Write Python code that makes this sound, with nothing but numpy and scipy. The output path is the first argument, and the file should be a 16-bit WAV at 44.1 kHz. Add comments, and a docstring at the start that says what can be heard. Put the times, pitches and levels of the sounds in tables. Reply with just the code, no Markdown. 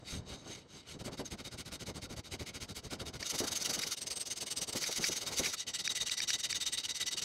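"""A hand hacksaw cuts a steel pipe cap held in a vise, close by, in very quick strokes.
Its teeth are dense random impacts that follow each stroke and ring blade, frame and cap; some modes squeal.
Now and then a tooth snags (a clank) or the frame knocks (a dull thud); the bench rumbles as low noise.
The saw is set down afresh five times, and each seat rings the steel its own way."""
import sys
import numpy as np
from scipy import signal
from scipy.fft import rfft, irfft
from scipy.io import wavfile
from scipy.ndimage import uniform_filter1d

SR = 44100
rng = np.random.default_rng(int(sys.argv[2]) if len(sys.argv) > 2 else 0)


def wav_out(sig):
    """Save sig, one row per channel (or a flat mono array), as 16-bit PCM at SR to the path in sys.argv[1]."""
    wavfile.write(sys.argv[1], SR, np.round(np.clip(np.atleast_2d(sig).T, -1, 1) * 32767).astype(np.int16))


N = 319284
T = np.arange(N) / SR  # the time of each sample in seconds

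# The saw's place on the cap at the start and after each setting-down.
# Each row: start in seconds, seat number (counted from 0).
SETTINGS = [(0, 0), (.98, 1), (3.215, 2), (3.95, 3), (4.735, 2), (5.56, 4)]
# How the saw is held, one row for each setting. Each row: treble of the rasp in dB (for a rasp of -39 dB),
# how far the rumble pulses with the stroke (0-1), rumble tilt in dB (added above 200 Hz, taken off below).
HOLD = [(1.5, 0.42, -4), (4.5, 0.88, -5.5), (1.5, 0, 2.5), (1.5, 0.6, 1), (1.5, 0.27, 1), (-4, 0.32, -2.5)]


def gain_of(db):
    """Turns decibels into a factor."""
    return 10 ** (np.asarray(db) / 20)


def evened(x):
    """Scales a sound to an average (RMS) level of 1."""
    return x / np.sqrt(np.mean(x ** 2) + 1e-20)


def add(mix, s, sound):
    """Adds a short sound to the mix from second s on."""
    part = mix[round(s * SR):][:len(sound)]
    part += sound[:len(part)]


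def coloured(x, points):
    """Filters by a spectrum of (Hz, dB) points."""
    f, db = np.transpose(points)
    hz = np.fft.rfftfreq(len(x), 1 / SR)
    curve_db = np.interp(np.log(hz + 1), np.log(f + 1), db)
    return irfft(rfft(x) * gain_of(curve_db), len(x))


def ring(x, hz, width):
    """One mode of gain 1 that follows the pitch hz: shift down, smooth, shift back."""
    turn = np.exp(2j * np.pi * np.cumsum(hz * np.ones(len(x))) / SR)
    decay = np.exp(-np.pi * width / SR)  # a wider mode dies sooner
    smooth = signal.lfilter([1 - decay], [1, -decay], x / turn + 1e-18)
    return 2 * (turn * smooth).real


def drift(per_s):
    """A slow random curve: per_s random points a second, joined by straight lines."""
    return np.interp(T * per_s, np.arange(2000), rng.standard_normal(2000))


def setting_at(s):
    """Tells which setting of the saw holds at the times s."""
    return np.searchsorted([start for start, _ in SETTINGS], s, "right") - 1


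def by_setting(values):
    """One value for each setting, held until the next, with short slopes between."""
    return uniform_filter1d(np.asarray(values, float)[setting_at(T)], 300)


def at_strokes(rows, s):
    """Lays (s, dB) rows on the nearest strokes; the others get 0 dB."""
    out = np.zeros(len(s))
    for when, db in rows:
        out[np.argmin(abs(s - when))] = db
    return out


def strokes():
    """The hand's motion: blade speed 0-1, rasp gain and rumble level in dB, as the blade goes forth and back."""
    # One row a stroke, forth and back in turn.
    # Each row: turning point in seconds, what full speed adds to the rasp in dB (before the saw's own level).
    stroke_rows = [(0.021, -44.5), (0.236, -49.5), (0.401, -51), (.665, -52), (0.844, -48.5),
                   (0.983, -47.5), (1.036, -43.5), (1.107, -49.5), (1.167, -45.5), (1.239, -47.5),
                   (1.298, -44.5), (1.369, -47.5), (1.436, -43.5), (1.503, -46), (1.57, -42),
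                   (1.642, -45.5), (1.709, -42), (1.786, -45), (1.853, -43), (1.934, -46), (2.009, -44),
                   (2.084, -45.5), (2.157, -43.5), (2.226, -48), (2.304, -42), (2.379, -45.5), (2.454, -43),
                   (2.527, -45), (2.597, -43), (2.672, -46), (2.742, -41.5), (2.82, -47), (2.894, -43),
                   (2.98, -45.5), (3.048, -43.5), (3.121, -45.5), (3.189, -45), (3.249, -41),
                   (3.287, -35.5), (3.332, -37.5), (3.373, -35), (3.427, -40), (3.462, -36.5),
                   (3.502, -34.5), (3.546, -36), (3.593, -39), (3.64, -35.5), (3.683, -35.5), (3.723, -36),
                   (3.775, -37.5), (3.806, -38.5), (3.855, -38.5), (3.899, -35.5), (3.961, -39.5),
                   (4.007, -39), (4.059, -37), (4.099, -36.5), (4.153, -37), (4.194, -37), (4.249, -39),
                   (4.298, -37), (4.354, -38.5), (4.403, -35.5), (4.455, -38.5), (4.5, -36.5), (4.554, -36),
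                   (4.607, -35.5), (4.664, -38.5), (4.724, -37), (4.746, -35.5), (4.799, -39), (4.853, -38),
                   (4.902, -38), (4.947, -35.5), (4.998, -41.5), (5.054, -38), (5.106, -38.5),
                   (5.149, -37.5), (5.199, -40.5), (5.252, -37.5), (5.305, -42.5), (5.359, -33.5),
                   (5.418, -39.5), (5.52, -36.5), (5.563, -40.5), (5.664, -36), (5.732, -35.5),
                   (5.783, -37), (5.837, -36.5), (5.891, -34.5), (5.945, -33.5), (6.001, -34), (6.053, -36),
                   (6.108, -35), (6.165, -35), (6.211, -35.5), (6.269, -35), (6.327, -35.5), (6.379, -37.5),
                   (6.429, -33), (6.486, -35), (6.543, -35), (6.598, -33), (6.654, -33.5), (6.716, -34),
                   (6.771, -35), (6.83, -34.5), (6.883, -35), (6.94, -36), (6.997, -34.5), (7.055, -34.5),
                   (7.107, -33.6), (7.164, -34.5), (7.214, -34.5), (7.253, -38)]
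    # The rasp left at the turn. Each row is one setting: forth in dB, back in dB.
    turn_rule = [(-64.5, -68), (-64, -68.5), (-45, -44.5), (-53, -60), (-45, -45.5), (-56.5, -50)]
    # Where in the stroke the blade is fastest. Each row is one setting: forth (0-1), back (0-1).
    fastest_rule = [(0.48, 0.51), (0.38, .46), (0.43, 0.54), (0.31, 0.41), (0.47, 0.49), (.37, 0.3)]
    # The usual bench rumble. Each row is one setting: forth in dB, back in dB.
    rumble_rule = [(-53, -47.5), (-46, -47), (-59.5, -48.5), (-51.5, -53.5), (-51, -56), (-59.5, -53)]
    # Turns that rasp louder or softer. Each row: turning point in seconds, dB over the usual turn.
    odd_turns = [(.399, 4.5), (.665, -3), (1.3, 1), (2.224, -11), (3.503, -6), (3.963, -5), (4.72, -3.5),
                 (4.855, 4.5), (5.056, 9), (5.252, -4.5), (5.419, 3), (5.52, 0.5), (5.565, -3),
                 (5.662, -19), (6.11, 4), (6.329, 8.5), (6.43, -5), (6.653, -8), (6.884, -10), (7.106, -7)]
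    # Strokes that shake the bench more or less. Each row: turning point in seconds, dB over the usual rumble.
    odd_rumbles = [(.399, -2.5), (.665, -9.5), (1.241, -3), (1.3, 2), (1.852, 3.5), (2.224, -7.5),
                   (2.303, 1.5), (2.742, -1), (2.979, 6.5), (3.119, 1.5), (3.249, -9.5), (3.425, 6),
                   (3.963, -6), (4.904, -18), (5.305, 6), (5.419, 4), (6.329, 5.5)]
    rumble_scatter_db = 2.5  # from stroke to stroke

    s, full_db = np.transpose(stroke_rows)
    setting, way = setting_at(s), np.arange(len(s)) % 2  # way: 0 forth, 1 back
    turn_db = np.array(turn_rule)[setting, way] + at_strokes(odd_turns, s)
    place = np.array(fastest_rule)[setting, way]
    rumble_db = np.array(rumble_rule)[setting, way] + at_strokes(odd_rumbles, s)
    rumble_db = rumble_db + rumble_scatter_db * rng.standard_normal(len(s))

    k = np.clip(np.searchsorted(s, T, "right") - 1, 0, len(s) - 2)  # the stroke at each moment
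    phase = np.clip((T - s[k]) / (s[k + 1] - s[k]), 0, 1)
    bend = np.log(.5) / np.log(place[k])  # moves the top speed to its place
    speed = abs(np.sin(np.pi * phase ** bend))
    bite = np.tanh(1.5 * speed ** 3)  # the teeth grip late, then level off
    rasp = gain_of(np.interp(T, s, turn_db)) + gain_of(full_db[k]) * bite
    middles = (s[1:] + s[:-1]) / 2
    return speed, uniform_filter1d(rasp, 240), np.interp(T, middles, rumble_db[:-1])


def teeth(per_s, spread_db):
    """Dense tooth impacts at random moments, a few of them large."""
    size = gain_of(spread_db * np.minimum(rng.exponential(1, N), 3.5))
    struck = rng.random(N) < per_s / SR
    return evened(size * struck * rng.standard_normal(N))


def squeal_db(hz):
    """The extra ring, in dB, when the steel mode near hz sings out for a moment."""
    # Each row: start in seconds, length in seconds, pitch of the mode in Hz, dB over its usual ring.
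    squeals = [(.1, 0.036, 6414, 11), (0.334, 0.09, 6414, 11), (.47, 0.11, 5906, 4), (.04, .07, 4570, 5),
               (4.85, 0.019, 2213, 10), (5.433, 0.047, 2213, 17), (5.432, .015, 2937, 6),
               (5.531, 0.042, 1420, 15), (5.89, 0.014, 3782, 2), (6.106, 0.014, 3782, 7),
               (6.211, 0.011, 3782, 5), (6.773, 0.013, 3782, 10)]
    extra = np.zeros(N)
    for s, length, f, db in squeals:
        if abs(f / hz - 1) < .08:
            extra += db * ((T > s) & (T < s + length))
    return uniform_filter1d(extra, size=200)


def saw(rasp):
    """Tooth impacts ring the steel; each mode swells, fades and shifts as the free length of blade changes."""
    # Modes of blade, frame and cap. Each row: middle pitch in Hz, width in Hz,
    # then the usual ring in dB over the grit in seats 0, 1, 2, 3 and 4.
    steel = [(1410, 195, 14.5, 15, 10, -9, 1), (1983, 44, -14, 6, 9, -24, 16.5),
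             (2150, 300, 14, 11.5, 5, 4, 0.43), (2923, 250, 7.5, 4.5, 2, 6, 7.3),
             (3767, 101, 13.5, 10, 9, 5, 15.3), (4547, 120, 2, 2, 6, 4, 7.3),
             (5068, 73, -6, 4, 7.5, 9, 1.2), (5845, 170, -4, -0.5, 9.5, 6.5, 11),
             (6365, 154, 13, 9.5, 13.5, 12.5, 12.5), (7630, 265, 6, 0, -2, 2, 9.8),
             (8396, 160, 11, 6.5, -3, 15, 8.4), (11130, 240, 11, 5.5, 2.5, -3, 1),
             (12700, 79, -6, 6, 4.5, -5, 2), (13800, 160, -5, 1, 5, 0, 2)]
    # Colour of the bare tooth impacts. Each row: frequency in Hz, level in dB.
    grit_colour = [(300, -15.5), (800, -13.5), (1800, -10.5), (4500, 2), (7000, -4.5), (10000, -9),
                   (16000, -22.5)]

    impacts = evened(coloured(teeth(15000, spread_db=1.24), grit_colour))
    grit = rasp * gain_of(1.33 * drift(150)) * impacts
    treble = signal.sosfiltfilt(signal.butter(2, 7500, "high", fs=SR, output="sos"), grit)
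    # a harder bite is brighter
    harshness = (rasp / gain_of(-39.0)) ** 0.67 * gain_of(by_setting([row[0] for row in HOLD]))
    grit = grit + treble * (harshness - 1)

    out, seat = grit, [number for _, number in SETTINGS]
    for hz, width, *seat_db in steel:
        swell_db = by_setting(np.take(seat_db, seat)) + 4.32 * drift(35) + squeal_db(hz)
        pitch = hz * (1 + .007 * drift(30))
        out = out + ring(grit * gain_of(swell_db), pitch, width)
    return gain_of(-9.5) * out


def snags():
    """A tooth catches: a burst of blows that swells and dies, on quickly damped modes."""
    # Each row: start in seconds, peak in dB, rattle time in seconds (from the start to the height of the burst).
    catches = [(3.226, -27, .002), (3.832, -25, .003), (4.837, -24, .003), (5.039, -17.5, .003),
               (5.456, -24, .003), (5.8755, -18.5, .0006), (6.0955, -26, .0006), (6.2025, -23, .0006),
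               (6.3035, -19.5, .0007), (6.5275, -23, .0006)]
    # Modes that a catch rings. Each row: pitch in Hz, level in dB (against each other).
    clank_modes = [(1900, 10), (2250, 14.5), (4750, 16), (5500, 15), (6900, -37)]
    out, t = np.zeros(N), np.arange(2000) / SR
    for s, db, rattle in catches:
        blows = rng.standard_normal(len(t)) * t / rattle * np.exp(-t / rattle)
        clank = np.zeros(len(t))
        for hz, mode_db in clank_modes:
            clank += gain_of(mode_db) * evened(ring(ring(blows, hz, 520), hz, 520))
        add(out, s, gain_of(db) * clank / abs(clank).max())
    return out


def knocks():
    """The frame knocks and shakes the vise: a wide low resonance and a short clack above it."""
    # Each row: start in seconds, peak of the thud in dB, pitch in Hz.
    blows = [(0.127, -34.5, 94), (0.169, -36.5, 90.5), (.31, -45.5, 95), (.46, -44.5, 400),
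             (0.499, -40.5, 381), (.945, -39.5, 200), (1.074, -36.5, 378), (1.195, -31.5, 263),
             (2.924, -36, 453), (3.405, -24.5, 284), (3.859, -41, 264), (4.751, -28.5, 324),
             (4.887, -32, 467), (4.984, -32.5, 193), (5.088, -32, 272), (5.397, -25.5, 306)]
    out, t = np.zeros(N), np.arange(9000) / SR
    for s, db, hz in blows:
        swell = np.minimum(t * hz / 2.4, 1)  # full after 2.4 cycles
        fade = gain_of(-60 * t / (0.078 + 12 / hz))  # low knocks last longer
        shake = rng.standard_normal(len(t)) * swell * fade
        shake[0] = 14 * gain_of(db + 21.5)  # harder knocks start with a stronger crack
        thud = ring(ring(shake, hz, 4.3 * hz), hz, 0.83 * hz)
        clack = ring(ring(shake * np.exp(-t / 0.014), 5.1 * hz, 1300), 2.0 * hz, 2000)
        add(out, s, gain_of(db) * (thud + 0.066 * clack) / abs(thud).max())
    return out


def bench(speed, rumble_db):
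    """Lumpy low noise that comes through vise and bench and pulses with the strokes."""
    # Colour of the rumble before its tilt. Each row: frequency in Hz, level in dB.
    rumble_colour = [(15, -40), (28, -14), (85, -1), (226, -2.5), (480, -3), (900, -9.5), (2200, -21),
                     (5000, -65)]
    _, pulsing, tilt_db = (by_setting(column) for column in np.transpose(HOLD))
    noise = evened(coloured(rng.standard_normal(N), rumble_colour))
    low = signal.sosfiltfilt(signal.butter(1, 200, fs=SR, output="sos"), noise)
    noise = gain_of(-tilt_db) * low + gain_of(tilt_db) * (noise - low)
    late = np.roll(speed, 250)  # the heavy bench lags the blade by 250 samples
    return noise * gain_of(rumble_db - 16.7 * pulsing * (1 - late) + 2.16 * drift(60))


def scene():
    """Adds up the saw, its snags and knocks, and the bench, all driven by one hand."""
    speed, rasp, rumble_db = strokes()
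    return (saw(rasp) + snags() + bench(speed, rumble_db) + knocks())[None]


def record(dry):
    """The band limit: a steep filter takes away the highest treble."""
    edge_hz = 15780
    lowpass = signal.firwin(1023, edge_hz, window=("kaiser", 9), fs=SR)
    return signal.oaconvolve(dry, lowpass[None], "same")


dry = scene()
out = record(dry)
wav_out(out)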